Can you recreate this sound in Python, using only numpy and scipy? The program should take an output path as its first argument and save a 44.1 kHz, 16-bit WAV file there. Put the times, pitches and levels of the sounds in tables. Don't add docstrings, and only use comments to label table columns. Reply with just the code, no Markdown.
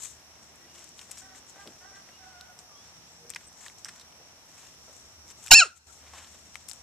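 import sys
import numpy as np
from scipy import signal
from scipy.fft import rfft, irfft
from scipy.io import wavfile
from scipy.ndimage import uniform_filter1d

SR = 44100
rng = np.random.default_rng(int(sys.argv[2]) if len(sys.argv) > 2 else 0)


def nominal_scale(level):
    x = np.asarray(level, float) / 20
    return 10 ** x


def master(y):
    cut = np.clip(np.atleast_2d(y).T, -1, 1)
    pcm = np.round(cut * 32767)
    wavfile.write(sys.argv[1], SR, pcm.astype(np.int16))


N = 300872
TIME = np.arange(N) / SR

# t/s, pitch f/Hz, level/dB
CRY_ARCH = [
    (5.513, 945, -11),
    (5.521, 710, -13),
    (5.541, 808, -12),
    (5.553, 880, -15.5),
    (5.568, 908, -16),
    (5.584, 885, -16.5),
    (5.6, 822, -15.5),
    (5.622, 690, -12),
    (5.635, 645, -14.5),
]
CRY_END_S = CRY_ARCH[-1][0]
CRACK_END_S, WIDE_UNTIL_S, CLOSE_FROM_S = 5.519, 5.543, 5.602
JAW_S, CUT_S, MURMUR_S = .022, .011, .04


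def band(x, hz, width, order=1):
    edges = [max(hz - width / 2, 15), min(hz + width / 2, .47 * SR)]
    return signal.sosfilt(signal.butter(order, edges, "bandpass", fs=SR, output="sos"), x)


def unit(x):
    return x / np.sqrt(np.mean(x ** 2))


def walk(rate, size=N):
    k = int(SR / rate)
    held = np.repeat(rng.standard_normal(size // k + 3), k)
    return unit(uniform_filter1d(held, k))[:size]


def ramp(start, length):
    return np.clip((TIME - start) / length, 0, 1)


def shape(points, hz):
    point_hz, value = np.array(points).T
    return np.interp(np.log(hz), np.log(point_hz), value)


def causal(points):
    size = 2048
    hz = np.maximum(np.arange(size // 2 + 1) * SR / size, 1)
    cepstrum = irfft(np.log(nominal_scale(shape(points, hz))))
    cepstrum[1:size // 2] *= 2
    cepstrum[size // 2 + 1:] = 0
    return irfft(np.exp(rfft(cepstrum)))[:size // 2]


def add(out, start, sound, pan_db):
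    i = int(start * SR)
    sound = sound[:N - i]
    out[:, i:i + len(sound)] += sound * nominal_scale(np.array([[pan_db], [-pan_db]]) / 2)


def gain():
    # t/s, gain level/dB
    ducking = [
        (5.54, 0.5),
        (5.552, -1.5),
        (5.64, -3),
        (5.79, -11.5),
        (5.8, -11.5),
        (5.862, -9.5),
        (5.872, -2),
        (6.0, 0),
    ]
    return nominal_scale(np.interp(TIME, *np.transpose(ducking)))


def cry():
    attack_s, sag_hz_per_s = .0095, 9000
    wide_tilt_db, held_tilt_db, shut_tilt_db = .5, -2, -13
    s, hz, db = np.transpose(CRY_ARCH)
    start = s[0] - attack_s
    unopened = 1 - ramp(start, attack_s)
    closing = ramp(CLOSE_FROM_S, JAW_S)
    shut = ramp(CRY_END_S, CUT_S)

    hz = np.interp(TIME, s, hz) - sag_hz_per_s * np.clip(TIME - CRY_END_S, 0, CUT_S + MURMUR_S)
    db = np.interp(TIME, s, db) - 42 * unopened ** 2
    db = db - 19 * shut - 30 * ramp(CRY_END_S + CUT_S, MURMUR_S) ** 2
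    crack = np.exp(-abs(TIME - CRACK_END_S) / .004)
    rough = .014 + .2 * crack + .12 * shut + .02 * closing
    tilt_db = wide_tilt_db + (held_tilt_db - wide_tilt_db) * ramp(WIDE_UNTIL_S, JAW_S / 2)
    tilt_db += (shut_tilt_db - held_tilt_db) * closing
    tilt_db += -13 * unopened - 12 * ramp(CLOSE_FROM_S + JAW_S, JAW_S / 2)
    sounding = (TIME > start) & (TIME < CRY_END_S + CUT_S + MURMUR_S)
    return hz, db, rough, tilt_db, sounding


def fold_pulses(hz, phase, tilt_db):
    pulses = 0
    for k in range(1, 17):
        octaves = np.log2(np.maximum(k * hz / 1380, 1))
        level = nominal_scale(np.maximum(tilt_db * octaves, -22))
        rolloff = 1 + (k * hz / 8500) ** (6 - tilt_db)
        pulses = pulses + np.cos(k * phase) * level / rolloff
    return pulses


def sigh():
    level_db, t60_s = -40, .2
    after = np.maximum(TIME - CRY_END_S, 0)
    air = unit(band(rng.standard_normal(N), 4000, 7000, order=6))
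    return ramp(CRY_END_S, CUT_S) * nominal_scale(level_db - 60 * after / t60_s) * air


def yelp():
    # f/Hz, level/dB
    throat_colour = [(900, -28), (1400, 0), (2150, -22), (2480, 6), (2720, 10), (3580, -24), (3950, 4),
                     (4350, 6), (4900, -9), (5350, 8), (6100, -12), (6550, 5), (7150, 4), (8000, -16)]
    *controls, sounding = cry()
    hz, db, rough, tilt_db = (c[sounding] for c in controls)
    t, size = TIME[sounding], sounding.sum()
    shut = ramp(CRY_END_S, CUT_S)[sounding]
    hz = uniform_filter1d(hz, size=300) * (1 + 0.27 * rough * walk(700, size=size))
    phase = 2 * np.pi * np.cumsum(hz) / SR
    pulses = fold_pulses(hz, phase, tilt_db)

    breath_level = (.35 + 2.2 * rough) * nominal_scale(np.maximum(1.3 * tilt_db, -17)) + nominal_scale(-9) * shut
    breath = band(rng.standard_normal(size), 4800, 8600, order=3) * (1 + np.cos(phase)) * breath_level
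    folds = (pulses * nominal_scale(7.1 * rough * walk(800, size=size)) + breath) * nominal_scale(db)

    direct = 3.2 * rough * band(folds, 1400, 1300, order=2) * (t < 5.53)
    gape = nominal_scale(-5) * (1 - ramp(CRACK_END_S, JAW_S / 2)[sounding]) + nominal_scale(-25)
    direct += gape * band(folds, 980, 500)
    direct += nominal_scale(-12) * shut * band(pulses * nominal_scale(db), 420, 400)
    direct += nominal_scale(-3 + db) * shut * band(breath, 4500, 6000, order=4)

    out, first = np.zeros(N), np.argmax(sounding)
    mouth = signal.fftconvolve(folds, causal(throat_colour))
    out[first:first + len(mouth)] = mouth
    out[sounding] += direct
    out += sigh()
    return -out / gain()


def left_capsule(pup):
    # f/Hz, level/dB
    port_colour = [(3000, 0), (5300, -4), (6400, -3), (7200, 5), (8100, 13), (9000, 12), (12000, 7)]
    left = signal.fftconvolve(pup, causal(port_colour))[:N]
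    open_jaws = ramp(WIDE_UNTIL_S, CUT_S) * (1 - ramp(CLOSE_FROM_S, JAW_S))
    return left + nominal_scale(-50) * open_jaws * unit(band(rng.standard_normal(N), 140, 180))


def yard_tail(x):
    # delay t/s, level/dB, spread/s
    walls = [
        (.02, -28, 0.0024),
        (0.046, -47, 0.024),
        (0.092, -56, .08),
        (.28, -69, 0.1),
    ]
    t = TIME[:SR // 2]
    tail = rng.standard_normal((2, len(t))) * nominal_scale(-54 - 60 * t / 0.5) * (t > .004)
    for delay, db, spread in walls:
        tail += rng.standard_normal((2, len(t))) * nominal_scale(db - 60 * abs(t - delay) / spread)
    tail = band(tail, 1250, 800) + 0.17 * band(tail, 4900, 6000, order=3)
    return signal.fftconvolve(x[None], tail, axes=1)[:, :N]


def snaps():
    # t/s, peak level/dB, f/Hz, left minus right/dB
    ticks = [(.557, -40, 7660, 8), (.758, -39, 7080, 5), (.7916, -34, 6340, 6.5), (.842, -29, 7300, 8),
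             (.8899, -33, 7400, 8), (.98, -40, 6830, 1), (1.096, -41, 5560, -1), (1.1142, -23, 7400, 12),
             (1.3806, -35, 6410, -.5), (1.466, -40, 5860, 0), (1.5014, -35, 5850, -2),
             (3.3017, -26, 7700, 25), (3.3473, -23, 5100, -3), (3.5278, -39, 5430, -2),
             (3.7838, -33, 5560, 1), (5.2792, -33, 5970, -3), (5.302, -31, 5700, .5),
             (5.4395, -30, 6900, .5), (5.4445, -32.5, 7200, 3.5), (5.463, -25, 7400, 12.5),
             (5.7688, -51, 7530, -1), (5.7798, -46, 6790, 4), (6.022, -47, 6270, -1),
             (6.2452, -35, 3300, -3), (6.2714, -38, 3700, -4), (6.3436, -41, 7540, 3),
             (6.544, -32, 5640, 7), (6.6962, -27, 7400, 17), (6.7177, -29, 7630, 7),
             (6.7326, -26, 7800, 4.5), (6.684, -29, 8000, 12), (6.6868, -24, 7600, 12),
             (6.6942, -29, 7800, 12), (6.7, -29, 7600, 12), (6.704, -29, 7400, 12), (1.1183, -27, 7300, 10),
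             (1.1235, -34, 6800, 8), (1.1293, -34, 7200, 8), (1.159, -38, 7600, 8), (1.171, -33, 6500, 4),
             (1.1744, -29, 5600, 0), (1.1797, -34, 6500, 6), (1.1862, -30, 7200, 8),
             (3.3596, -26, 5700, -2), (5.4715, -30, 6800, 6), (1.674, -31, 5000, 0), (3.6985, -36, 6200, 0),
             (3.8868, -30, 5500, -3), (3.9592, -41, 7300, 6)]
    # t/s, peak level/dB, f/Hz, left minus right/dB, ring/s
    stalks = [(.9915, -25, 3100, 1, .015), (1.3488, -33, 1910, .5, .012), (1.612, -37, 2500, 3, .01),
              (1.6739, -28.5, 3020, .5, .017), (1.9586, -39, 1740, -.5, .014), (2.0882, -40, 1750, 5, .029),
              (2.4099, -25.5, 4440, 2, .014), (3.3366, -25, 2880, -1, .0088), (3.344, -37, 3000, 0, .008),
              (3.3594, -20.5, 2000, 2.5, .03), (3.6621, -30, 1870, 4, .03), (5.461, -33, 1600, 0, .015),
              (3.9963, -38, 3900, -3, .03), (4.012, -39, 3850, 2, .04), (3.6437, -35, 3500, 2.5, .011),
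              (3.6822, -24, 3600, -1, .0075), (3.698, -35, 2150, 3, .012), (3.8909, -29, 1800, 0, .021),
              (4.123, -38, 3270, 3, .012), (5.4715, -26.5, 2650, 0, .014), (6.555, -20, 2100, 10, .012),
              (6.713, -22.5, 4700, 16, .0059)]
    # t/s, peak level/dB, f/Hz, left minus right/dB, ring/s
    leaves = [(1.0131, -37, 2390, 3, .028), (1.1097, -37, 7280, 8, .03), (1.112, -39, 2400, -1, .06),
              (1.1737, -45, 2080, 0, .039), (1.182, -35, 6900, 8, .008), (1.19, -38, 7300, 8, .008),
              (1.206, -36, 7400, 8, .01), (1.2175, -42, 1600, 1, .041), (2.5892, -32, 5170, -2, .009),
              (3.2947, -31.5, 7300, -4, .011), (3.305, -38, 2400, 1, .06), (3.846, -23.5, 5500, -3, .015),
              (3.8534, -33, 1700, .5, .086), (3.8834, -35, 1870, 7, .04), (3.8866, -34.5, 1860, -3, .061),
              (3.9594, -50, 1820, 3, .056), (3.9963, -40, 3900, -3, .032), (4.0094, -42.5, 3820, 2, .062),
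              (5.4804, -26, 2810, 0, .014), (5.487, -33, 2900, 0, .012), (6.1355, -42, 1150, 8, .052),
              (6.687, -33, 3600, 7, .012)]
    rows = [(*row, .012, -13) for row in ticks]
    rows += [(*row, -21) for row in stalks]
    rows += [(*row, 3.5) for row in leaves]
    out, t = np.zeros((2, N)), TIME[:SR // 10]
    for s, db, hz, pan_db, ring, treble_db in rows:
        ring = np.clip(ring, .003, .1)
        push = 10.5 * ring * rng.standard_normal(len(t)) * nominal_scale(-60 * t / ring)
        push[0] = 1
        own = band(push, hz, .25 * hz) + .16 * band(push, 3500, 5000, order=2)
        bright = 1.4 * band(push, 5500, 1000, order=2) + band(push, 7700, 1500, order=2)
        bright += .08 * band(push, 11000, 6000)
        sound = own / abs(own).max() + nominal_scale(treble_db - 1.0) * bright / abs(bright).max()
        add(out, s + .0008, nominal_scale(db - 4.5) * sound, pan_db)
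    return out


def thuds():
    # t/s, peak level/dB, f/Hz
    landings = [(1.094, -47.5, 774), (1.558, -45, 694), (1.578, -48, 800), (1.657, -44, 600),
                (1.665, -41, 303), (1.912, -48.5, 670), (2.074, -51.5, 603), (3.249, -49, 466),
                (4.197, -46.5, 507), (4.631, -48, 760), (4.88, -43, 604), (6.134, -42, 1100),
                (6.19, -46, 900), (6.028, -52, 600), (6.343, -51, 600)]
    out, t = np.zeros((2, N)), TIME[:SR // 10]
    for s, db, hz in landings:
        thud = band(rng.standard_normal(len(t)) * nominal_scale(-60 * t / 0.18), hz, .5 * hz)
        add(out, s, nominal_scale(db - 0.5) * thud / abs(thud).max(), 1.5)
    return out


def drag_levels():
    # t/s, treble level/dB, body level/dB
    milling = [
        (0, -72, -63),
        (2.3, -70, -62),
        (3.0, -78, -72),
        (4.3, -72, -66),
        (5.2, -76, -70),
        (6.3, -59, -63),
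        (6.82, -66, -64),
    ]
    # loudest t/s, level/dB, rise/s, fall/s over 20 dB, body re treble/dB
    drags = [(.048, -40, .17, .1, -9), (.44, -59, .09, .11, 0), (.556, -64, .01, .3, -1),
             (.78, -56, .12, .25, 3), (1.0, -52.5, .077, .18, -1.5), (1.14, -57, .18, .3, 2),
             (1.38, -55, .07, .04, -1), (1.62, -61.5, .25, .6, 3), (1.96, -61, .04, .085, 2),
             (2.59, -54.5, .011, .042, -2), (2.84, -66, .22, .8, 5), (3.42, -62, .25, .2, 3),
             (3.658, -51.5, .18, .126, -1.5), (3.97, -60, .25, .11, 3), (4.624, -56.5, .26, .2, 2.5),
             (5.31, -49.5, .048, .023, -1.5), (5.44, -50, .09, .15, -6), (5.775, -47, .04, .03, -8),
             (5.946, -54.5, .4, .17, -7.5), (6.07, -62, .2, .2, 8), (6.18, -52, .14, .17, 6),
             (6.345, -64, .06, .06, 8), (6.562, -58, .05, .02, 6), (6.7, -52, .03, .2, -5.5)]
    # loudest t/s, level/dB, rise/s, fall/s over 20 dB
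    strokes = [
        (1.195, -50, .05, .062),
        (1.5, -54.5, .05, .06),
        (3.09, -64, .022, .4),
        (3.786, -58, .013, .09),
        (4.966, -58.5, .32, .38),
    ]
    s, treble_db, low_db = np.transpose(milling)
    high = nominal_scale(np.interp(TIME, s, treble_db))
    low = nominal_scale(np.interp(TIME, s, low_db))
    for s, db, rise, fall, body_db in list(drags) + [(*row, -17) for row in strokes]:
        swell = nominal_scale(db - 20 * np.maximum((s - TIME) / rise, (TIME - s) / fall))
        high = np.maximum(high, swell)
        low = np.maximum(low, swell * nominal_scale(body_db))
    return high, low


def scuffs():
    pan_db = 11
    high, low = drag_levels()
    bursts_db = 2.5 * np.minimum(rng.exponential(size=(3, N)), 5) + 2.0 * walk(150)
    grains = rng.standard_normal((3, N)) * nominal_scale(bursts_db)
    treble = band(grains[0], 7180, 2280, order=2) + 0.37 * band(grains[0], 4300, 1550)
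    treble = unit(treble + 0.13 * band(grains[0], 10000, 5800))
    other = unit(band(grains[1], 7300, 2600, order=2))
    body = unit(band(grains[2], 2200, 3200, order=2)) * nominal_scale(-1.5)
    quiet = (TIME < 5.505) | (TIME > 5.7)
    sides = nominal_scale(np.array([[pan_db], [-pan_db]]) / 2)
    ports = (treble + .5 * other * np.array([[1], [-1]])) * sides
    return nominal_scale(-1.5) * quiet * (high * ports + low * body)


def calls(table, count, wobble, patchy_db=2.5, throat=None):
    out = np.zeros((2, N))
    for s, length, first_hz, last_hz, db in table:
        u = np.arange(int(length * SR)) / (length * SR)
        hz = (first_hz + (last_hz - first_hz) * u) * (1 + wobble * walk(41, size=len(u)))
        phase = 2 * np.pi * np.cumsum(hz) / SR
        note = 0
        for k in range(1, count + 1):
            note = note + np.sin(k * phase) * (nominal_scale(shape(throat, k * hz)) if throat else 1)
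        level = nominal_scale(db + patchy_db * walk(20, size=len(u)))
        add(out, s, level * unit(note) * np.sin(np.pi * u) ** .6, 0)
    return out


def cockerel():
    syllables = [
        (1.2, .09, 378, 372, -63.5),
        (1.29, .08, 370, 385, -63),
        (1.53, .12, 385, 392, -61),
        (1.68, .07, 398, 392, -66),
        (1.8, .1, 365, 392, -61),
        (1.9, .12, 385, 395, -64),
        (2.16, .4, 740, 725, -62.5),
    ]
    # f/Hz, level/dB
    crop_colour = [(300, -20), (750, 2), (1150, -6), (1500, 3), (1950, 0), (2250, -16), (2950, -13),
                   (4000, -25)]
    crow = calls(syllables, count=9, wobble=.018, patchy_db=3.5, throat=crop_colour)
    return 1.3 * crow + 10 * yard_tail(crow[0])


def small_birds():
    # start t/s, length/s, first f/Hz, last f/Hz, level/dB
    coo_notes = [(.55, .35, 350, 340, -71), (1.13, .35, 262, 258, -70), (2.8, .65, 168, 165, -68),
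                 (3.17, .16, 470, 480, -61), (2.74, .14, 3200, 3600, -68), (.605, .06, 1850, 2020, -62),
                 (.66, .14, 2840, 2850, -67), (2.11, .07, 2830, 2930, -62), (1.8, .07, 2950, 3080, -69),
                 (1.95, .04, 3080, 3040, -69), (2.68, .14, 1200, 1130, -67), (2.56, .15, 735, 720, -66)]
    # start t/s, length/s, first f/Hz, last f/Hz, level/dB
    lisp_notes = [
        (3.082, 0.02, 7500, 8100, -62),
        (3.105, .025, 7400, 7700, -65),
        (3.13, .025, 8000, 7300, -67),
        (3.163, .012, 7700, 7500, -63.5),
        (3.397, 0.032, 8000, 8500, -66),
        (3.428, 0.021, 7570, 7440, -58),
        (3.445, .024, 9300, 8800, -63),
        (3.464, 0.026, 7900, 8350, -54),
    ]
    coos = calls(coo_notes, count=1, wobble=.012, patchy_db=2.5)
    return coos + calls(lisp_notes, count=1, wobble=.004)


def motor():
    # t/s, level/dB
    drone = [
        (0, -68.5),
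        (3, -71.5),
        (4.4, -73),
        (4.7, -68.5),
        (5.5, -62.5),
        (6.82, -63.5),
    ]
    line = unit(band(rng.standard_normal(N), 75, 5.4))
    return line * nominal_scale(np.interp(TIME, *np.transpose(drone)))


def yard():
    # f/Hz, level/dB per Hz
    air_colour = [(15, -40), (25, -18), (103, -7), (162, -6.5), (450, -12), (700, -9), (1500, -14.5),
                  (4600, -16.5), (5250, -10), (5650, -1.5), (6100, -11), (7500, -19.5), (9000, -22.5),
                  (14000, -22), (14800, -53.5)]
    # f/Hz, left-right correlation
    likeness = [(60, 0.6), (300, 0.65), (1400, .45), (3000, -0.45), (5600, -0.35), (9000, -0.41)]
    hz = np.maximum(np.arange(N // 2 + 1) * SR / N, 1)
    like = np.clip(shape(likeness, hz), -.95, .95)
    noise = rfft(rng.standard_normal((2, N))) * nominal_scale(shape(air_colour, hz))
    mid, side = noise * np.sqrt([1 + like, 1 - like])
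    out = 0
    for k in range(9):
        octave = np.clip(1 - abs(np.log2(hz / 45) - k), 0, 1)
        out = out + irfft(np.array([mid + side, mid - side]) * octave, N) * nominal_scale(1.0 * walk(6))
    return nominal_scale(-54) * unit(out)


def scene():
    pup = yelp()
    voice = np.array([left_capsule(pup), pup]) + yard_tail(pup)
    paws = scuffs() + snaps() + thuds()
    far = cockerel() + small_birds() + motor() + yard()
    return voice + paws + far


def low_pass(x):
    return signal.sosfilt(signal.butter(12, 14980, fs=SR, output="sos"), x)


def record(dry):
    wet = dry * gain()
    over = (wet - np.clip(wet, -.4, .62)) * (TIME < 5.5455)
    splatter = over * (1 + rng.standard_normal(N)) * np.array([[.9], [.08]])
    lowpass = signal.ellip(6, .5, 50, 14100, fs=SR, output="sos")
    wet = signal.sosfilt(lowpass, wet - splatter)
    mix = np.clip(wet, -.995, .995)
    return low_pass(mix)


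dry = scene()
out = record(dry)
master(out)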